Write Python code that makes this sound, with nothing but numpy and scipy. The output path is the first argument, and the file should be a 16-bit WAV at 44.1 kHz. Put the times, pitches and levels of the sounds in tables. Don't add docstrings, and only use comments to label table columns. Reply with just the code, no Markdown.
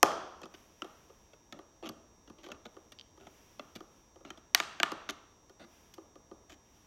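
import sys
import numpy as np
from scipy import signal
from scipy.fft import rfft, irfft, next_fast_len
from scipy.io import wavfile

SR = 44100
rng = np.random.default_rng(int(sys.argv[2]) if len(sys.argv) > 2 else 0)


def digitize_waveform(pressure):
    field = np.atleast_2d(pressure).T
    bounded = np.clip(field, -1, 1)
    quanta = np.round(bounded * 32767).astype(np.int16)
    wavfile.write(sys.argv[1], SR, quanta)


N = 302926


def from_db(db):
    return 10 ** (np.asarray(db) / 20)

def unit_rms(x):
    return x / np.sqrt(np.mean(x ** 2) + 1e-20)

def at_hz(points, hz, column=1):
    table = np.array(points)
    return np.interp(np.log(np.maximum(hz, 1)), np.log(table[:, 0]), table[:, column])

def add(track, time_s, sound):
    start = int(np.clip(round(time_s * SR), 0, N - 1))
    track[start:start + len(sound)] += sound[:N - start]

def coloured_noise(spectrum):
    size = next_fast_len(N)
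    hz = np.fft.rfftfreq(size, 1 / SR)
    white = rfft(rng.standard_normal(size))
    return unit_rms(irfft(white * from_db(at_hz(spectrum, hz)))[:N])


# (frequency [Hz], relative spectral density [dB])
AIR_SPECTRUM = [(15, -33.5), (25, -7), (76, -2), (123, -10), (309, -9), (754, -16), (962, -13),
                (1560, -27.5), (2000, -25.5), (3720, -30.5), (4140, -32), (5730, -28), (8590, -37.5),
                (13200, -40.5), (16000, -39)]

def ventilation(rms_db):
    return from_db(rms_db) * coloured_noise(AIR_SPECTRUM)


# (frequency [Hz], rms level [dB])
WHINE_LINES = [(1680, -87), (3601, -91), (3720, -86.5), (5405, -83.5), (5523, -86.5), (5642, -82.5),
               (5762, -73), (5882, -83.5), (6121, -87.5), (6245, -92), (6481, -82), (7445, -86.5),
               (8161, -96.5)]

def whine(waver_hz):
    out = 0
    for hz, db in WHINE_LINES:
        waver = np.interp(np.arange(N), np.linspace(0, N, 140), rng.standard_normal(140))
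        phase = 2 * np.pi * np.cumsum(hz + waver_hz * waver) / SR
        out += from_db(db) * np.sqrt(2) * np.sin(phase)
    return out


# thud, knock, snap, crack, sizzle (frequency [Hz])
FAMILY_EDGES = [90, 650, 1600, 4500, 9000, 16000]

def families(modes):
    modes = np.array(modes, float)
    hz = modes[:, 0]
    return [modes[(hz >= low) & (hz < high)] for low, high in zip(FAMILY_EDGES, FAMILY_EDGES[1:])]


FAMILY_PITCHES = [400, 1000, 2700, 6400, 12000]

def contact_spectra(contacts, balance_db, thud_lag):
    rows, octaves = [], np.log2(np.array(FAMILY_PITCHES) / 1600)
    for *timing, db, brightness in contacts:
        droop_db = 0.082 * min(brightness, 0) * octaves ** 2
        levels_db = db + brightness * octaves + droop_db + np.array(balance_db)
        levels_db[0] -= thud_lag * (db + 50)
        rows.append((*timing, *levels_db))
    return rows

def resonate(force, modes, damping=1):
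    out = 0
    for k, (hz, width, db) in enumerate(modes):
        radius = np.exp(-np.pi * width * damping / SR)
        feedback = [1, -2 * radius * np.cos(2 * np.pi * hz / SR), radius ** 2]
        gain = (-1) ** k * from_db(db) * (1 - radius ** 2) / 2
        out += gain * signal.lfilter([1, 0, -1], feedback, force + 1e-18)
    return out

def excite(force, modes, levels_db, window_s, damping, detune):
    out = 0
    for family, db in zip(families(modes), levels_db):
        hz = family[:, 0] * (1 + detune * rng.standard_normal(len(family)))
        ring = resonate(force, np.column_stack([hz, family[:, 1:]]), damping)
        band_hz = [max(hz.min() / 2.5, 200), min(2 * hz.max(), SR * .45)]
        sound = signal.sosfilt(signal.butter(2, band_hz, "band", fs=SR, output="sos"), ring)
        out += from_db(db) * sound / np.sqrt(np.mean(sound[:int(window_s * SR)] ** 2) + 1e-30)
    return out

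IMPACT_WINDOW_S, SHORTEST_SLIP_S = .015, .0005

def impacts(contacts, modes, grit, soften_db, damping, detune):
    out, t = np.zeros(N), np.arange(SR // 8) / SR
    hardest_db = np.max(np.array(contacts)[:, 1:])
    for time_s, *levels_db in contacts:
        slip_s = SHORTEST_SLIP_S * from_db(soften_db * (hardest_db - max(levels_db)) / 20)
        force = grit * rng.standard_normal(len(t)) * np.exp(-t / slip_s)
        force[0] += 1
        add(out, time_s, excite(force, modes, levels_db, IMPACT_WINDOW_S, damping, detune))
    return out

def radiate_to_walls(contacts, modes, blur, size=512):
    hz, out = np.fft.rfftfreq(size, 1 / SR), np.zeros(N)
    shapes = []
    for family in families(modes):
        shape = sum(from_db(db) ** 2 / (1 + ((hz - centre) / (blur * width)) ** 2) ** 2
                    for centre, width, db in family)
        shapes.append(shape / shape.mean())
    for time_s, *levels_db in contacts:
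        power = from_db(levels_db) ** 2 @ np.array(shapes) * IMPACT_WINDOW_S * SR
        pulse = np.fft.fftshift(irfft(np.sqrt(power)))
        add(out, time_s, pulse * np.hanning(size))
    return out


# (frequency [Hz], nominal bandwidth [Hz], gain [dB])
FRAME_MODES = [(240, 22, -22), (315, 26, -2.5), (384.7, 31, -1.5), (465, 56, -9.5), (545, 37, -6.5),
               (687, 110, 1.5), (706, 180, -12), (843, 21, -4), (1043.7, 120, -6.5), (1141, 120, -2),
               (1233, 85, -0.5), (1460, 130, -8.5), (1490, 62, -9), (1660, 210, -11), (1868, 540, -16),
               (2520, 300, -13.5), (3212, 230, -8), (3690, 690, -18.5), (4410, 240, -15), (5150, 350, -13),
               (6100, 530, -13.5), (7256, 260, -20), (9700, 2000, -22), (13150, 490, -19)]
KNOCK_WEIGHTS = [-4, 0.5, -1.5, 0.5, -1.5]
# (time [s], nominal level [dB], brightness [dB/octave])
FRAME_KNOCKS = [(.0297, -19, -2.5), (.4165, -57.5, -3.5), (.4562, -57, -4.5), (.8451, -53.5, -5.5),
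                (1.0983, -67, -7.5), (1.5903, -57, -5.5), (1.8264, -56, -7.5), (1.8935, -55, -7.5),
                (2.2989, -61, -4.5), (2.4635, -59, -5.5), (2.4874, -57, -5), (2.767, -60.5, -7.5),
                (3.1746, -66.5, -5), (3.757, -63, -5.5), (3.8056, -56, -6), (4.159, -65.5, -6),
                (4.2072, -71, -7.5), (4.9185, -42.5, -4.5), (5.4956, -64, -3.5), (5.981, -60, -9.5),
                (6.1558, -62.5, -6), (6.3133, -61.5, -10)]

def frame_knocks():
    knocks = contact_spectra(FRAME_KNOCKS, KNOCK_WEIGHTS, thud_lag=0.17)
    direct = impacts(knocks, FRAME_MODES, grit=0.21, soften_db=8, damping=0.83, detune=.015)
    return direct, radiate_to_walls(knocks, FRAME_MODES, blur=1.5)

def ring_from_taps(taps, modes):
    force = np.zeros(N)
    for time_s, db in taps:
        add(force, time_s, from_db([db]))
    top_hz = max(mode[0] for mode in modes)
    ring = signal.sosfilt(signal.butter(2, top_hz, fs=SR, output="sos"), resonate(force, modes))
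    return ring * force.max() / np.abs(ring).max()


# (frequency [Hz], bandwidth [Hz], gain [dB])
DOOR_MODES = [(102.06, 30, -4.5), (128, 22, -7), (166, 14, -1.5), (222.7, 30, 5), (294, 38, 1)]
# (time [s], level [dB])
DOOR_PUSHES = [(.034, -35.5), (1.526, -50), (1.895, -41), (2.3, -47), (3.758, -42.5), (4.922, -44),
               (6.315, -50.5)]

def door_thumps():
    return ring_from_taps(DOOR_PUSHES, DOOR_MODES)


# (delay [s], gain [dB])
ECHO_PATHS = [(.0085, -24.5), (0.0272, -23), (.0305, -22), (0.037, -25), (.0615, -61), (.088, -26)]

def early_reflections(x, cutoff_hz):
    out = np.zeros(N)
    dulled = signal.sosfilt(signal.butter(1, cutoff_hz, fs=SR, output="sos"), x)
    for delay_s, db in ECHO_PATHS:
        add(out, delay_s, from_db(db) * dulled)
    return out


# (frequency [Hz], energy gain [dB], reverberation time T60 [s])
ROOM_DECAY = [(100, -10.5, 0.95), (348.1, -10.5, 0.88), (674, -8, .75), (1190, -7.5, .8),
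              (1970, -13.5, 0.79), (3516, -15.5, 0.84), (6000, -16, .65), (8833, -18, 0.42),
              (14230, -26.5, 0.27)]

def reverberation(x, wall_delay_s, early_db):
    t, hz = np.arange(SR) / SR, np.fft.rfftfreq(SR, 1 / SR)
    white = rfft(rng.standard_normal(SR))
    swell = np.where(t < wall_delay_s, from_db(early_db), 1)
    edges, response = np.geomspace(60, 17000, 19), np.zeros(SR)
    for low, high in zip(edges, edges[1:]):
        centre = np.sqrt(low * high)
        band = irfft(white * (hz >= low) * (hz < high), SR)
        decay = from_db(-60 * t / at_hz(ROOM_DECAY, centre, column=2))
        gain = from_db(at_hz(ROOM_DECAY, centre)) * np.sqrt(2 * (high - low)) / SR
        response += gain * unit_rms(band * swell * decay)
    return signal.fftconvolve(x, response)[:N]


# (frequency [Hz], nominal bandwidth [Hz], gain [dB])
STRIP_MODES = [(165, 32, -15.5), (225, 44, -15), (305.5, 31, -10.5), (388, 18, -12), (603, 87, -17),
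               (679, 60, -7), (883, 78, -9.5), (1172, 80, -1), (1386, 64, -3), (1607.8, 140, 2.5),
               (1863, 73, 7), (2190, 570, 5), (2664, 680, 2.5), (2784, 105, 9.5), (3420, 450, 4),
               (3870, 110, 2.5), (4080, 210, -9), (4640, 245, -2.5), (5110, 1700, -5.5), (6290, 940, -3.5),
               (7860, 460, -17.5), (9600, 210, -17), (11470, 820, -16), (13700, 2000, -20.5)]
SCRAPE_WEIGHTS = [1, 0, 6.5, 2.5, -8]
# (time [s], duration [s], nominal level [dB], brightness [dB/octave])
SCRAPE_STROKES = [(.43, 0.019, -57.5, -4), (.538, 0.017, -61.5, -2), (1.536, 0.057, -73, -7.5),
                  (1.831, 0.02, -57.5, -5), (1.852, 0.03, -53.5, -3.3), (2.38, 0.048, -72.5, -3),
                  (2.428, 0.06, -64, -2), (2.497, 0.06, -67, -6.5), (2.652, 0.017, -57, -3),
                  (3.19, .12, -74, -4), (3.751, .022, -59, 0.2), (4.256, 0.065, -70.5, -3.5),
                  (5.096, .015, -48, 0.4), (5.595, 0.058, -65.5, -3.5), (6.492, 0.056, -66, -0.7)]

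def strip_scrapes(slips_per_s, spread_db):
    out, t = np.zeros(N), np.arange(SR // 5) / SR
    strokes = contact_spectra(SCRAPE_STROKES, SCRAPE_WEIGHTS, thud_lag=0.18)
    for time_s, length_s, *levels_db in strokes:
        pressure = np.sqrt(np.interp(t / length_s, [0, 0.1, 1], [0, 1, 0]))
        slips = (rng.random(len(t)) < slips_per_s / SR) * rng.choice([-1, 1], len(t))
        force = pressure * slips * from_db(spread_db * rng.standard_normal(len(t)))
        add(out, time_s, excite(force, STRIP_MODES, levels_db, length_s, damping=1.1, detune=0.067))
    return out


# (time [s], frequency [Hz], level [dB])
SQUEAK_GLIDE = [(.431, 2500, -69), (.435, 3380, -61), (0.439, 4300, -57), (0.445, 5050, -57),
                (.45, 5200, -75)]

def blade_squeak():
    t = np.arange(N) / SR
    times, hz, db = np.transpose(SQUEAK_GLIDE)
    envelope = from_db(np.interp(t, times, db)) * (t > times[0]) * (t < times[-1])
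    phase = 2 * np.pi * np.cumsum(np.interp(t, times, hz)) / SR
    return envelope * np.sin(phase)


# (frequency [Hz], relative spectral density [dB])
CLOTH_SPECTRUM = [(100, -6), (350, -4.5), (1200, -5.5), (2000, -6.5), (3200, -5.5), (4200, -15.5),
                  (5500, -6.5), (8500, -19.5), (13000, -15), (16000, -19.5)]
# (time [s], duration [s], highest rms level [dB])
SLEEVE_MOVES = [(0.47, 0.42, -66), (0.716, 0.85, -68.5), (2.62, 0.5, -75), (3.126, 1, -66),
                (3.893, 0.28, -76), (5.624, 0.51, -66), (6.552, 0.88, -70.5)]

def sleeve_rustle():
    t = np.arange(N) / SR
    speed = sum(from_db(db) * np.interp((t - time_s) / length_s, [0, 0.24, 1], [0, 1, 0])
                for time_s, length_s, db in SLEEVE_MOVES)
    return speed * coloured_noise(CLOTH_SPECTRUM)


SNAP_WEIGHTS = [-4.5, -0.5, 5, 0.5, -11]
# (time [s], nominal level [dB], brightness [dB/octave])
CLIP_SNAPS = [(.82, -44.5, -4.5), (1.333, -68, -2), (1.5244, -53.5, -1.5), (1.8902, -60, 4.8),
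              (2.275, -68, -1.7), (2.5173, -52.5, -1.5), (2.9203, -61.5, 0.5), (3.2685, -61.5, -3.5),
              (3.5949, -49.5, -5.5), (4.2498, -58, -4.5), (4.3038, -51, -2.5), (4.3746, -65, -1.7),
              (4.5477, -29, 2.5), (4.601, -34.5, -2.5), (4.8005, -37, -3.5), (4.8313, -28, -2.5),
              (5.0902, -43, -3), (5.9389, -68.5, 4.5)]

def clip_snaps():
    snaps = contact_spectra(CLIP_SNAPS, SNAP_WEIGHTS, thud_lag=.57)
    direct = impacts(snaps, STRIP_MODES, grit=0.35, soften_db=11, damping=0.95, detune=0.051)
    return direct, from_db(-1.5) * radiate_to_walls(snaps, STRIP_MODES, blur=1.9)


# (frequency [Hz], bandwidth [Hz], gain [dB])
BLADE_MODES = [(3130, 280, -2), (3780, 150, -5), (4640, 490, -5)]
# (time [s], level [dB])
CREAK_SLIPS = [(2.9879, -38), (2.9962, -36.5), (3.0115, -38)]

def blade_creak():
    return ring_from_taps(CREAK_SLIPS, BLADE_MODES)


def scene():
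    knocks, knocks_to_walls = frame_knocks()
    snaps, snaps_to_walls = clip_snaps()
    scrapes = strip_scrapes(slips_per_s=1300, spread_db=5.5)
    handling = door_thumps() + scrapes + blade_squeak() + blade_creak()
    direct = knocks + snaps + handling
    to_walls = knocks_to_walls + snaps_to_walls + from_db(-3) * handling
    echoes = early_reflections(direct, cutoff_hz=2508)
    tail = reverberation(to_walls, wall_delay_s=0.015, early_db=-1.5)
    background = ventilation(rms_db=-65) + whine(waver_hz=.8)
    return (direct + echoes + tail + sleeve_rustle() + background)[None]

def record(dry):
    lowpass = signal.ellip(10, .1, 80, 16250, fs=SR, output="sos")
    return signal.sosfilt(lowpass, np.clip(dry, -1, 1))


dry = scene()
out = record(dry)
digitize_waveform(out)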